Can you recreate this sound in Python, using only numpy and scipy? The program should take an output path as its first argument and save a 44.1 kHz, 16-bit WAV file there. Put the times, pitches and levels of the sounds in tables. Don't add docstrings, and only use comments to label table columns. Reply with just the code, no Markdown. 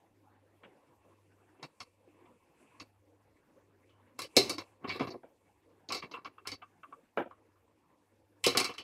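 import sys
import numpy as np
from scipy import signal
from scipy.fft import rfft, irfft
from scipy.io import wavfile
from scipy.ndimage import uniform_filter1d, minimum_filter1d

SR = 44100
rng = np.random.default_rng(int(sys.argv[2]) if len(sys.argv) > 2 else 0)


def invert_db(level):
    return 10 ** (np.asarray(level, dtype=float) / 20)


def file_out(sig):
    cols = np.atleast_2d(sig).T
    lim = np.clip(cols, -1, 1)
    pcm = np.round(lim * 32767).astype(np.int16)
    wavfile.write(sys.argv[1], SR, pcm)


N = 389403
HELD_DOWN_DB = 15.5


def rms_one(x):
    return x / np.sqrt(np.mean(x ** 2) + 1e-20)


def in_time(rows):
    s, *columns = np.transpose(rows)
    return [np.interp(np.arange(N) / SR, s, c) for c in columns]


def band(x, low_hz, high_hz):
    return signal.sosfilt(signal.butter(4, [low_hz, high_hz], "band", fs=SR, output="sos"), x)


def drift(rate_hz):
    r = np.exp(-80 * np.pi * rate_hz / SR)
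    noise = rng.standard_normal(N // 40 + 2002)
    slow = signal.lfilter([1], [1, -2 * r, r * r], noise)[2000:]
    return np.interp(np.arange(N) / 40, np.arange(len(slow)), rms_one(slow))


def ring(force, hz, t60_s):
    r, w = invert_db(-60 / (max(t60_s, .01) * SR)), 2 * np.pi * hz / SR
    return signal.lfilter([0, np.sin(w)], [1, -2 * r * np.cos(w), r * r], force + 1e-18)


def resonance(grid_hz, hz, t60_s):
    turn, r = np.exp(-2j * np.pi * grid_hz / SR), invert_db(-60 / (t60_s * SR))
    poles = 1 - 2 * r * np.cos(2 * np.pi * hz / SR) * turn + (r * turn) ** 2
    return (1 - r * r) / 2 * (1 - turn ** 2) / poles


def patchy_noise(spectrum, patchy_db, rate_hz):
    out = 0
    hz, db = np.transpose(spectrum)
    white, together = rng.standard_normal((2, N)), drift(6.4)
    edges_hz = 22 * 2 ** np.arange(0, 9.6, 1 / 3)
    for k, (low, high) in enumerate(zip(edges_hz, edges_hz[1:])):
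        level_db = np.interp(np.log(low * high) / 2, np.log(hz), db, left=-80, right=-80)
        if level_db > -70:
            third = signal.butter(2, [low, high], "band", fs=SR, output="sos")
            noise = signal.sosfilt(third, white[k % 2])
            flicker_db = patchy_db * (0.46 * together + drift(rate_hz))
            out = out + noise * invert_db(level_db + flicker_db)
    return rms_one(out)


# frequency in Hz, level in dB.
HISS_SPECTRUM = [(1180, -35), (2000, -6), (2280, 0), (2490, -3.5), (2710, -7), (14400, -12.5), (16000, -29)]


def hiss():
    return invert_db(-85) * patchy_noise(HISS_SPECTRUM, patchy_db=2.1, rate_hz=13.0)


# frequency in Hz, density in dB per Hz.
RUMBLE_SPECTRUM = [(20, -2.5), (50, -9), (80, 4), (110, -27)]


def rumble():
    return invert_db(-85.5) * patchy_noise(RUMBLE_SPECTRUM, patchy_db=3.5, rate_hz=4.0)


# frequency in Hz, density in dB per Hz.
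MURMUR_SPECTRUM = [(76, -50), (130, -9), (232, -9.5), (301, -1), (387, -5), (418, -17.5), (503, -3.5),
                   (680, -16.5), (896, -6), (1460, -27), (1580, -18.5), (3000, -30.5), (3900, -55),
                   (6600, -120)]
# time in seconds, murmur in dB.
LIVELINESS_DB = [(0.0, -72), (0.65, -68.5), (1.29, -69.5), (1.62, -68.5), (1.86, -76.5), (2.25, -67),
                 (2.42, -68), (2.8, -68), (2.95, -73.5), (3.5, -69), (4.1, -67), (4.8, -69), (5.41, -76.5),
                 (5.65, -70), (7.1, -72.5), (7.4, -74), (8.24, -73.5), (8.83, -70)]


def murmur():
    level_db, = in_time(LIVELINESS_DB)
    return invert_db(level_db + 1.5) * patchy_noise(MURMUR_SPECTRUM, patchy_db=4.2, rate_hz=12.0)


# time in seconds, hum in dB.
HUM_DB = [(0.0, -73.5), (1.3, -73), (2.2, -78), (3.5, -72.5), (5.5, -78), (7.2, -79), (8.83, -73.5)]


def motors():
    hum_hz, beat_s, beat_null_s = 100, .888, .8
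    t = np.arange(N) / SR
    hum_db, = in_time(HUM_DB)
    beat = np.sin(np.pi * (t - beat_null_s) / beat_s)
    wobble = invert_db(1.6 * drift(8.0))
    third_level = invert_db(-13.0 + 3.0 * drift(4.0))
    third = third_level * np.sin(2 * np.pi * 3 * hum_hz * t + 1.5 * drift(5.0))
    hum = beat * wobble * np.sin(2 * np.pi * hum_hz * t + 1.3 * drift(1.8))
    return invert_db(hum_db + 4.5) * (hum + third)


# middle in seconds, length
# in seconds, cloth in dB, tissue in dB.
ARM_REACHES = [(0.75, 0.37, -87, -93.5), (1.3, 0.68, -83, -95), (1.8, 0.22, -84, -83.5),
               (2.33, 0.58, -79.5, -88.5), (2.62, 0.079, -72.5, -78), (2.75, 0.24, -73, -83.5),
               (3.89, 0.14, -86, -94.5), (4.34, 0.13, -69, -75), (4.68, 0.13, -74.5, -81),
               (5.45, 0.31, -86.5, -92), (6.93, .2, -81.5, -88), (8.42, 0.059, -86, -84.5)]


def reaching():
    t = np.arange(N) / SR
    cloth, tissue = invert_db(-92.5), invert_db(-96)
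    for s, length_s, cloth_db, tissue_db in ARM_REACHES:
        swell = np.exp(-(2 * (t - s) / length_s) ** 2)
        cloth = cloth + invert_db(cloth_db) * swell
        tissue = tissue + invert_db(tissue_db) * swell
    return cloth, tissue


# frequency in Hz, density in dB per Hz.
CLOTH_SPECTRUM = [(1200, -22), (1900, -14), (2300, 11.5), (2800, -2.5), (3500, -16.5), (5000, -34)]
# frequency in Hz, density in dB per Hz.
TISSUE_SPECTRUM = [(4000, -11), (6500, -8.5), (8500, -0.5), (11000, -9.5), (14000, -25.5)]
# frequency in Hz, level in dB, t60 in seconds.
COLANDER_MODES = [(128, -16, .15), (283, -6, .12), (352, -4, .12), (388, 0, .15), (474, -5, .12),
                  (694, -9, .08), (750, -8, .08), (1085, 0, .09), (1150, 0, .07), (1300, -13, .06),
                  (1720, -15, .07), (2155, -7, .07), (2275, 0, .11), (2417, -8, .06), (2680, -1, .09),
                  (2982, -11, .05), (3300, -15, .05), (3930, -4, .07), (4105, 0, .09), (4400, -3, .06),
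                  (4540, -3, .06), (4840, -4, .07), (5134, -5, .06), (5330, -7, .05), (6050, -15, .05),
                  (6450, -15, .05), (7640, -6, .03), (7950, -6, .03), (9600, -6, .03)]


def rustling():
    cloth_gain, tissue_gain = reaching()
    rustle = patchy_noise(CLOTH_SPECTRUM, patchy_db=3.0, rate_hz=15.0)
    sings = sum(invert_db(db + 4 * drift(5)) * ring(rustle, hz, t60_s)
                for hz, db, t60_s in COLANDER_MODES[11:16])
    cloth = cloth_gain * invert_db(-3.5) * (rustle + invert_db(-5.5) * rms_one(sings))
    tissue = tissue_gain * invert_db(-1.5) * patchy_noise(TISSUE_SPECTRUM, patchy_db=.6, rate_hz=15.0)
    return cloth + tissue


def kitchen():
    return murmur() + rustling() + rumble() + motors() + hiss()


# low edge in Hz, high edge in Hz.
BODY_ZONES_HZ = [(700, 1600), (110, 700), (1600, 3500), (3500, 6500), (6500, 15500)]
ZONE_TAILS_S = [0.36, 0.28, 0.38, 0.28, 0.23]


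def struck(hits, modes, contact_s, damping, fill_db, rattle_db, favour_hz, favour_db, luck_db=3.5):
    size, kept = 3 * 2 ** 13, 2 ** 14
    out, t = np.zeros(N + size), np.arange(size) / SR
    grid_hz = np.arange(size // 2 + 1) * SR / size
    hz, db, t60_s = np.transpose(modes)[:, :, None]
    db = db + favour_db * np.exp(-(np.log(hz / favour_hz) / .045) ** 2)
    crowd = invert_db(fill_db + 8) * resonance(grid_hz, hz, t60_s / 4)
    rings = invert_db(db) * (resonance(grid_hz, hz, .7 * t60_s) + crowd)
    rise = np.minimum(t / contact_s, 1) ** 2
    for s, *zone_db in hits:
        luck = invert_db(luck_db * rng.standard_normal(len(modes)))
        noise = rng.standard_normal(size)
        noise[round(contact_s * SR)] = 7.5
        at = round((s - 0.69 * contact_s) * SR)
        for (low, high), level_db, tail_s in zip(BODY_ZONES_HZ, zone_db, ZONE_TAILS_S):
            burst = invert_db(-60 * t / (.3 * damping * tail_s))
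            rattle = invert_db(rattle_db - 60 * t / (damping * tail_s))
            force = rise * (burst + rattle)
            inside = (low <= hz[:, 0]) & (hz[:, 0] < high)
            body = luck[inside] @ rings[inside] + invert_db(-3 if low > 6000 else -33)
            driven = irfft(rfft(force * noise) * body)[:kept]
            blow = band(driven, 0.97 * low, 1.03 * high)
            peak = np.sqrt(np.max(uniform_filter1d(blow ** 2, size=400)))
            out[at:at + kept] += invert_db(level_db - 7.5) * blow / peak
    return signal.sosfilt(signal.butter(2, 10500, fs=SR, output="sos"), out[:N])


# frequency in Hz, level in dB, t60 in seconds.
PLATE_MODES = [(340, -2, .06), (510, 0, .07), (640, -4, .05), (800, -4, .05), (930, -5, .05),
               (1330, -1, .04), (1545, -4, .04), (1900, -4, .03), (2320, -2, .03), (2800, -7, .03)]
# time in seconds, strength in dB, weight on the plate in dB, slap in dB.
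STICK_DROPS = [
    (0.634, -43.5, 1.5, 0.5),
    (5.232, -40.5, 10, -9),
    (7.173, -26, 3.5, -8.5),
    (7.197, -42.5, 13.5, -14),
    (7.221, -47, 7, 1.5),
    (7.257, -53.5, 24, 3),
]


def drops():
    hits = [(s, db, db + weight, db + slap, db + slap - 33.5, db - 80)
            for s, db, weight, slap in STICK_DROPS]
    return struck(hits, PLATE_MODES, contact_s=.002, damping=1.2, fill_db=-7.0, rattle_db=-9.5,
                  favour_hz=520, favour_db=3.0)


# start in seconds, length in seconds, pressure in dB, brightness in dB.
STICK_SLIDES = [
    (4.178, 0.025, -61, 2.5),
    (4.81, 0.065, -43, -32),
    (4.87, 0.15, -52.5, -1.5),
    (4.993, .17, -44, -21),
    (6.018, 0.091, -48, -21),
    (6.158, 0.051, -48, -22),
    (6.272, .05, -51, -23),
]


def sliding():
    attack_s, fade_db, release_s = 0.017, -11, 0.024
    t, dull, bright = np.arange(N) / SR, 0, 0
    for s, length_s, db, bright_db in STICK_SLIDES:
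        corners_s = s + np.cumsum([0, attack_s, length_s, release_s])
        stroke = np.interp(t, corners_s, [0, 1, invert_db(fade_db), 0])
        dull = dull + invert_db(db) * stroke
        bright = bright + invert_db(db + bright_db) * stroke
    caught = rng.random(N) < 900 / SR
    catches = caught * invert_db(2.0 * rng.exponential(1, N)) * rng.choice([-1, 1], N)
    steel = sum(invert_db(db) * ring(catches, hz, 0.3 * t60_s) for hz, db, t60_s in COLANDER_MODES)
    steel = rms_one(steel) + .5 * rms_one(catches)
    low = dull * invert_db(2.0) * rms_one(band(steel, 100, 1600))
    high = bright * invert_db(7.0) * rms_one(band(steel, 1600, 5600))
    return low + high


# time in seconds, strength in dB, weight on the bowl in dB,
# knuckle in dB, nail edge in dB.
SOFT_BUMPS = [(1.595, -50, 15.5, 1.5, -29), (2.073, -82.5, 46, 6, 7), (2.255, -46, 3, -3, -25),
              (4.555, -54, 0.5, -31, -0.5), (4.843, -33.5, 3, -9.5, -45), (4.898, -46, -10, 17.5, -5),
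              (4.954, -41.5, 8.5, -5, -22), (4.995, -30.5, -2, -5, -15.5), (5.007, -30.5, 8.5, -5.5, -19),
              (5.144, -50.5, 21.5, -21, -26), (5.903, -31.5, -9.5, -6.5, -11.5),
              (6.024, -39.5, -9, 0.5, -21), (6.139, -35.5, -4, -2, -49.5), (6.168, -35.5, -18.5, -17, -38),
              (6.255, -36, -16.5, -7, -22.5), (6.38, -36, -32, -11, -33), (6.453, -36.5, -36, -10, -26.5),
              (6.619, -35.5, -23, -7, -36.5), (6.832, -34.5, -19, -9.5, -37.5),
              (6.923, -33, -7, -15.5, -50), (7.307, -35, -26, -16, -30), (7.556, -48.5, -15.5, -21.5, -49),
              (8.55, -27.5, 1, -4.5, -17), (8.693, -37.5, 1, -3, -20)]


def bumps():
    hits = [(s, db, db + weight, db + knuckle, db + edge, db - 28.0 + 0.63 * edge)
            for s, db, weight, knuckle, edge in SOFT_BUMPS]
    return struck(hits, COLANDER_MODES, contact_s=.007, damping=.75, fill_db=-18.0, rattle_db=-14.0,
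                  favour_hz=1165, favour_db=6.0)


def hard_zones(hits, flank_db):
    return [(s, db + soft, db + weight, db + flank_db + 0.34 * soft, db, db + snap)
            for s, db, weight, soft, snap in hits]


# time in seconds, strength in dB, weight on the bowl in dB,
# softness in dB, snap in dB.
HANDLE_SCUFFS = [
    (3.894, -61, -11, 7, -25),
    (4.242, -49, -21, -11.5, -4),
    (8.44, -27, -24.5, -5.5, 1.5),
    (8.781, -41.5, -28, -4, -8),
]


def scuffs():
    return struck(hard_zones(HANDLE_SCUFFS, flank_db=8), COLANDER_MODES, contact_s=0.0033, damping=1.0,
                  fill_db=-1.5, rattle_db=-7.5, favour_hz=3000, favour_db=16.5)


# time in seconds, strength in dB, weight on the bowl in dB,
# softness in dB, snap in dB.
FOOT_SLAMS = [
    (4.366, -11, -0.5, -19, -6),
    (8.464, -18.5, 3, -10, -3.5),
    (8.739, -46.5, -8, 4, -5),
]


def slams():
    return struck(hard_zones(FOOT_SLAMS, flank_db=-2), COLANDER_MODES, contact_s=.002, damping=1.2,
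                  fill_db=-14.0, rattle_db=-11.0, favour_hz=4080, favour_db=7.0, luck_db=.8)


# time in seconds, strength in dB, weight on the bowl in dB,
# softness in dB, snap in dB.
COLANDER_KNOCKS = [(1.628, -41, -10, -3.5, -14.5), (1.803, -39, -22, -3, -15), (2.799, -42.5, -49, -1, -27),
                   (4.19, -36.5, -3.5, 2, 1), (4.218, -34.5, -33, -12, -3), (4.495, -27, -5, -8.5, -2),
                   (4.582, -34.5, -35, 0, -14), (4.892, -33.5, -25, -3, -41), (5.071, -46.5, 4.5, 2, -28),
                   (5.104, -44, 10.5, -21.5, -25), (5.888, -36, -6.5, -23, -20.5),
                   (5.922, -28, -10.5, -4.5, -7.5), (5.946, -30.5, -5.5, -11, -10),
                   (5.967, -34.5, -12, -17, -20), (6.113, -46, -3, 3.5, -32), (6.247, -46.5, -1, 8, -28),
                   (6.472, -31, -11.5, -12.5, -6.5), (6.517, -34, -6.5, -13.5, -15.5),
                   (8.572, -17, -8, -8.5, -2.5), (8.6, -23.5, -6, -5, -3.5), (8.644, -26, -11, -8.5, -6)]


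def knocks():
    return struck(hard_zones(COLANDER_KNOCKS, flank_db=-2.5), COLANDER_MODES, contact_s=.002, damping=.95,
                  fill_db=-10.0, rattle_db=-10.5, favour_hz=4500, favour_db=4.0)


def scene():
    room = invert_db(HELD_DOWN_DB) * kitchen()
    steel = knocks() + slams() + scuffs() + bumps() + sliding()
    return (steel + drops() + room)[None]


def suppress(x, margin_db, slope, wide_share):
    hz, t, spectrum = signal.stft(x, SR, nperseg=512, noverlap=384)
    power = uniform_filter1d(np.abs(spectrum) ** 2, size=13, axis=0)
    power = uniform_filter1d(power, size=3, axis=1)
    level_db = 10 * np.log10(power + 1e-16)
    above_db = level_db - np.median(level_db, axis=1, keepdims=True)
    wide_db = np.mean(above_db[4:62], axis=0)
    wide_held_db = -minimum_filter1d(-wide_db, size=7, origin=3)
    above_db = (1 - wide_share) * above_db + wide_share * wide_held_db
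    gain_db = np.clip(slope * (above_db - margin_db), -HELD_DOWN_DB, 0)
    return signal.istft(spectrum * invert_db(gain_db), SR, nperseg=512, noverlap=384)[1][:N]


def band_limit(x):
    return signal.sosfilt(signal.butter(12, 16810, fs=SR, output="sos"), x)


def record(dry):
    quiet = suppress(dry[0], margin_db=14.5, slope=2.2, wide_share=0.81)
    top_cut = signal.cheby2(12, 35, 16200, fs=SR, output="sos")
    finished = signal.sosfilt(top_cut, quiet)[None]
    return band_limit(finished)


dry = scene()
out = record(dry)
file_out(out)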